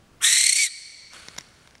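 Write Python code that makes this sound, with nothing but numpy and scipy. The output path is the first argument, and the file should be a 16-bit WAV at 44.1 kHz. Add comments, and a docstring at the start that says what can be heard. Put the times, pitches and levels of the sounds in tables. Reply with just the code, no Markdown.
"""A large bare room, with a barn owl close by. It screeches once: air puffing through the throat makes
a rasping hiss, and the syrinx adds a rough tone that climbs, flutters as the voice catches and ends
on a brief whistle. The room rings on under a soft rustle and a few small taps, probably talons
shifting on the perch. An automatic gain control ducks the screech and recovers slowly."""
import sys
import numpy as np
from scipy import signal
from scipy.fft import rfft, irfft, next_fast_len
from scipy.io import wavfile
from scipy.ndimage import map_coordinates

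SR = 44100
rng = np.random.default_rng(int(sys.argv[2]) if len(sys.argv) > 2 else 0)


def dump(signal):
    """Clip the signal to [-1, 1] and save it as 16-bit WAV at the path in sys.argv[1]."""
    limited = np.clip(np.atleast_2d(signal).T, -1, 1)
    pcm = np.round(limited * 32767).astype(np.int16)
    wavfile.write(sys.argv[1], SR, pcm)


N = 79380

# The glide of the voice. Each row: time in seconds, pitch in Hz.
VOICE_PITCH = [(.204, 950), (.212, 1457), (.226, 1699), (.25, 1810), (.30, 1969), (.36, 2060), (.42, 2135),
               (.50, 2164), (.565, 2257), (.615, 2286), (.645, 2179), (.675, 1947)]
# Fader moves for four layers. Each row: time in seconds, level in dB.
HISS_FADER = [(.203, -75), (.208, -70), (.216, -44), (.224, -29), (.247, -14.5), (.275, -14), (.38, -10),
              (.47, -11.5), (.515, -12.5), (.545, -15), (.58, -10.5), (.635, -10), (.667, -17), (.682, -39),
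              (.70, -75)]
TONE_FADER = [(.203, -68), (.209, -43), (.225, -38.5), (.25, -19), (.33, -15.5), (.42, -14), (.48, -16.5),
              (.54, -27.5), (.58, -15.5), (.63, -20), (.665, -18.5), (.685, -31.5)]
RUSTLE_FADER = [(1.10, -66), (1.14, -42.5), (1.21, -48), (1.30, -51), (1.40, -54), (1.52, -61.5),
                (1.66, -61), (1.8, -70)]
RUMBLE_FADER = [(0, -60.5), (.18, -55.5), (.3, -66), (.6, -67), (1.0, -64), (1.25, -60), (1.45, -61.5),
                (1.65, -61), (1.8, -63.5)]
# Catches in the voice. Each row: centre in seconds, length in seconds, level in dB.
CATCHES = [(0.333, 0.017, -16), (0.358, 0.0061, -12), (0.385, 0.0096, -11.5), (.412, 0.0067, -6.5),
           (0.442, 0.0065, -8), (.468, 0.0058, -3), (0.497, 0.0091, -4), (.530, 0.01, -5.5),
           (.564, 0.014, -11)]
# Three timbres of the voice. Each entry: a partial's level in dB, from the fundamental up.
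TONE_PARTIALS_DB = [-0.5, 3.5, -24, -13.5]
CATCH_PARTIALS_DB = [-5.5, 0.5, -2.5, 3.5, -20, -25]
WHISTLE_PARTIALS_DB = [2.5, -6.5, -32, -23]
# Narrow notches in the call. Each row: centre in Hz, half-width in Hz, depth in dB.
CALL_NOTCHES = [(4740, 37, 13.5), (4930, 120, 6.5), (6060, 42, 14), (6510, 50, 23), (6990, 64, 8.5),
                (12000, 97, 27)]
# Taps on the perch. Each row: time in seconds, level in dB, brightness in dB per octave.
TAPS = [(1.134, -38, -5), (1.1346, -32, 0), (1.2850, -23.5, -1.5), (1.365, -32.5, -4.5),
        (1.379, -32.5, 2.5), (1.3827, -22, -3), (1.3856, -16, -0.5), (1.4087, -31, -1.5), (1.551, -54, 4.5),
        (1.6748, -37, -3.5), (1.709, -42.5, -1.5), (1.753, -35.5, -5.5), (1.782, -51, 3)]
# The perch's resonances. Each row: frequency in Hz, level in dB, 60 dB decay time in seconds.
PERCH_MODES = [(137, -16, 0.016), (550, -13.5, 0.0057), (1000, -15, 0.012), (1590, -14.5, .011),
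               (2082, -8, 0.011), (3830, -7, 0.0063), (5300, -0.5, 0.0049), (5820, -1, 0.0057),
               (7000, -10.5, 0.0094), (9280, -12.5, 0.0027), (10500, -12, 0.0043), (12500, -22.5, 0.0078)]
# EQ curves for the noise layers and the reverb. Each row: frequency in Hz, level in dB.
THROAT_EQ = [(100, -7.5), (1800, -6), (2300, -3), (2800, -8.5), (3700, -5.5), (4500, -13.5), (5350, -4),
             (5850, 3), (6600, 1), (7600, 1), (8600, 1.5), (9400, -5), (10500, -8.5), (12000, -15),
             (12900, -23), (15500, -38.5)]
OPENING_EQ = [(100, -11.5), (650, -14.5), (950, -5), (1400, 6), (2000, 1), (4000, -18)]
CRACK_EQ = [(100, -7), (6500, 9.5), (8000, -10), (12000, -9), (15000, -36)]
RUSTLE_EQ = [(80, -12), (500, 1), (1000, -2), (1450, 8.5), (1900, 1.5), (3200, 2), (5800, -7), (7000, -4),
             (9500, -4), (11000, -14), (12400, -24), (13100, -26), (15000, -40)]
REVERB_EQ = [(200, -26), (1200, -22), (1850, -19), (2280, -20.5), (3000, -20), (3900, -21), (4500, -12),
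             (5800, -20), (7000, -24), (8500, -17), (12000, -28)]
ROOM_TONE_EQ = [(25, -20), (60, -1.5), (180, -8.5), (450, -11.5), (1000, -14), (1450, -14.5), (1900, -17.5),
                (6000, -24), (10000, -28.5), (13000, -40), (15500, -35)]
RUMBLE_EQ = [(20, -5), (60, -2), (130, -2), (250, -7), (500, -15.5), (1200, -24.5), (4000, -44)]
# The length of the reverb. Each row: frequency in Hz, 60 dB decay time in seconds.
REVERB_T60 = [(200, 5.5), (2200, 1.53), (4400, 1.51), (6000, 1.5), (8500, 0.84), (11000, 1.06), (15000, .4)]

TIME = np.arange(N) / SR


def screech(chirp_db=-49, catch_hiss_db=-8, whistle_db=-13.5):
    """The owl's call: an upward flick, hiss over a rough tone, a run of catches, a clean whistle."""
    pitch = curve(VOICE_PITCH)
    catches = sum(amp(db) * hump(s, length) for s, length, db in CATCHES)
    air = (fader(HISS_FADER) + amp(catch_hiss_db) * catches) * throat_hiss(pitch)
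    flutter = amp(2 * wobble(170))  # the tone comes in uneven puffs
    rough = fader(TONE_FADER) * flutter
    rough *= syrinx(pitch, TONE_PARTIALS_DB, jitter=.06, jitter_rate=1400, shimmer_db=2.5, spread=.8)
    bend = sum(hump(s, length) * 2 * (TIME - s) / length for s, length, _ in CATCHES)
    catch_pitch = pitch * (.98 + .015 * bend)  # each catch sits a little flat and bends up
    caught = catches * syrinx(catch_pitch, CATCH_PARTIALS_DB,
                              jitter=.013, jitter_rate=900, shimmer_db=1.2, spread=.4)
    chirp = amp(chirp_db) * hump(centre_s=.2105, length_s=.0063)
    chirp *= syrinx(pitch, TONE_PARTIALS_DB, jitter=.02, jitter_rate=900, shimmer_db=1, spread=.3)
    whistle = amp(whistle_db) * hump(centre_s=.6212, length_s=.049)
    whistle *= syrinx(pitch, WHISTLE_PARTIALS_DB, jitter=.005, jitter_rate=700, shimmer_db=.5, spread=.1)
    notches = lambda hz: amp(-sum(db / (1 + ((hz - centre) / width) ** 2)
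                                  for centre, width, db in CALL_NOTCHES))
    return filtered(chirp + opening_rasp() + air + rough + caught + whistle, notches)


def throat_hiss(pitch, rasp_db=1.5, rasp_per_s=1500, mid_pitch_hz=2070, treble_hz=8800):
    """Air in irregular puffs through the throat, whose colour shifts with the pitch."""
    puffs = rng.standard_normal(N) * amp(rasp_db * wobble(rasp_per_s))
    hz, t, spectrum = signal.stft(puffs, SR, nperseg=512)
    hz, frame_pitch = hz[:, None], np.interp(t, TIME, pitch)
    low_cut_db = np.clip(40 * np.log2((hz + 1) / (.99 * frame_pitch)), -25, 0)  # thin below the pitch
    rise_octaves = np.clip(np.log2(frame_pitch / mid_pitch_hz), -.25, .25)
    treble_db = -20.5 * rise_octaves / (1 + (treble_hz / (hz + 1)) ** 20)  # duller as the pitch climbs
    colour = amp(along(THROAT_EQ, hz) + low_cut_db + treble_db)
    return unit(signal.istft(spectrum * colour, SR, nperseg=512)[1][:N])


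def syrinx(pitch, partials_db, jitter, jitter_rate, shimmer_db, spread):
    """Partials of one unsteady oscillation, each drifting in level and, by spread radians, in phase."""
    phase = 2 * np.pi * np.cumsum(pitch * (1 + jitter * wobble(jitter_rate))) / SR
    return unit(sum(amp(db + shimmer_db * wobble(500)) * np.sin(k * phase + spread * wobble(450))
                    for k, db in enumerate(partials_db, 1)))


def opening_rasp(peak_s=.228, attack_s=.0098, t60_s=.98, level_db=-36):
    """The throat rasps low as the beak opens, fading as it tightens."""
    t = TIME - peak_s
    log_gain = np.where(t < 0, -(t / attack_s) ** 2 / 2, -np.log(1000) * t / t60_s)
    return amp(level_db) * np.exp(log_gain) * noise(OPENING_EQ)


def talon_taps(attack_s=.0003, crack_db=-2, crack_t60_s=.0056, low_cut_hz=90):
    """Each tap is a short crack and a dead ring of the perch, a little different every time."""
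    out = np.zeros(N)
    for s, db, brightness in TAPS:
        ring = np.zeros(N)
        for mode_hz, mode_db, t60 in PERCH_MODES:
            decay = amp(mode_db + rng.normal(0, 2) - 60 * TIME / t60)
            detuned_hz = mode_hz * (1 + .012 * rng.normal())
            ring += decay * np.sin(2 * np.pi * (detuned_hz * TIME + rng.random()))
        crack = amp(crack_db - 60 * TIME / crack_t60_s) * noise(CRACK_EQ)
        tap = (ring + crack) * (1 - np.exp(-TIME / attack_s))
        placed = np.pad(tap, (round((s - attack_s) * SR), 0))[:N]
        tilt = lambda hz: amp(brightness * np.log2(np.clip(hz, 1400, 8000) / 3500))
        out += amp(db) * filtered(placed, lambda hz: tilt(hz) * (hz / (hz - 1j * low_cut_hz)) ** 2)
    return out


def rustle(grain_db=1.6):
    """A soft, slightly grainy brush as the bird shifts."""
    return fader(RUSTLE_FADER) * amp(grain_db * wobble(150)) * noise(RUSTLE_EQ)


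def reverb(x):
    """The bare room's diffuse tail; each frequency dies at its own speed."""
    hz, t, spectrum = signal.stft(rng.standard_normal(N), SR, nperseg=256)
    t60 = along(REVERB_T60, hz)[:, None]
    decay = amp(along(REVERB_EQ, hz)[:, None] - 60 * t / t60)
    energy_trim = np.sqrt(2 * np.log(1000) / (t60 * SR))  # a longer tail adds no energy
    tail = signal.istft(spectrum * decay * energy_trim, SR, nperseg=256)[1]
    return signal.fftconvolve(x, np.pad(tail, (SR // 100, 0)))[:N]  # 10 ms pre-delay


def room_tone(bed_db=-59):
    """A faint, steady bed of noise with a low rumble that swells and sinks."""
    return amp(bed_db) * noise(ROOM_TONE_EQ) + fader(RUMBLE_FADER) * noise(RUMBLE_EQ)


def amp(db):
    """Decibels to gain."""
    return 10 ** (np.asarray(db) / 20)


def unit(x):
    """Scale to rms 1."""
    return x / np.sqrt(np.mean(x ** 2) + 1e-20)


def along(points, hz):
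    """Read (Hz, value) points on a log frequency axis."""
    point_hz, values = np.transpose(points)
    return np.interp(np.log(hz + 1), np.log(point_hz + 1), values)


def curve(points):
    """Join (seconds, value) points, one value per sample."""
    return np.interp(TIME, *np.transpose(points))


def fader(points):
    """Gain of a (seconds, dB) curve, silent outside it."""
    return amp(np.interp(TIME, *np.transpose(points), left=-np.inf, right=-np.inf))


def hump(centre_s, length_s):
    """The envelope of a round-topped burst."""
    return np.exp(-np.abs(2 * (TIME - centre_s) / length_s) ** 3 / 2)


def wobble(rate):
    """A smooth random curve, rate knots a second."""
    return map_coordinates(rng.standard_normal(N), [np.arange(N) * rate / SR])


def filtered(x, response):
    """Shape x with a gain given as a function of Hz."""
    size = next_fast_len(N + SR // 2)
    return irfft(rfft(x, size) * response(np.fft.rfftfreq(size, 1 / SR)), size)[:N]


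def noise(eq):
    """Coloured noise of rms 1."""
    return unit(filtered(rng.standard_normal(N), lambda hz: amp(along(eq, hz))))


def scene():
    """The mono mix: the bird up front, its reverb and the room tone behind."""
    bird = screech() + talon_taps() + rustle()
    return (bird + reverb(bird) + room_tone())[None]


def record(dry):
    """Automatic gain ducks the screech and creeps back up; a steep high cut takes off the very top."""
    threshold_db, slope, attack_s, release_db_per_s, high_cut_hz = -22, .72, .049, 15, 15750
    x, pole = dry[0], np.exp(-1 / (attack_s * SR))
    level_db = 10 * np.log10(signal.lfilter([1 - pole], [1, -pole], x * x) + 1e-12)
    over_db = np.maximum(level_db - threshold_db, 0)
    recovery_db = release_db_per_s * TIME
    duck_db = np.maximum.accumulate(slope * over_db + recovery_db) - recovery_db
    return filtered(x * amp(-duck_db), lambda hz: hz < high_cut_hz)[None]


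dry = scene()
out = record(dry)
dump(out)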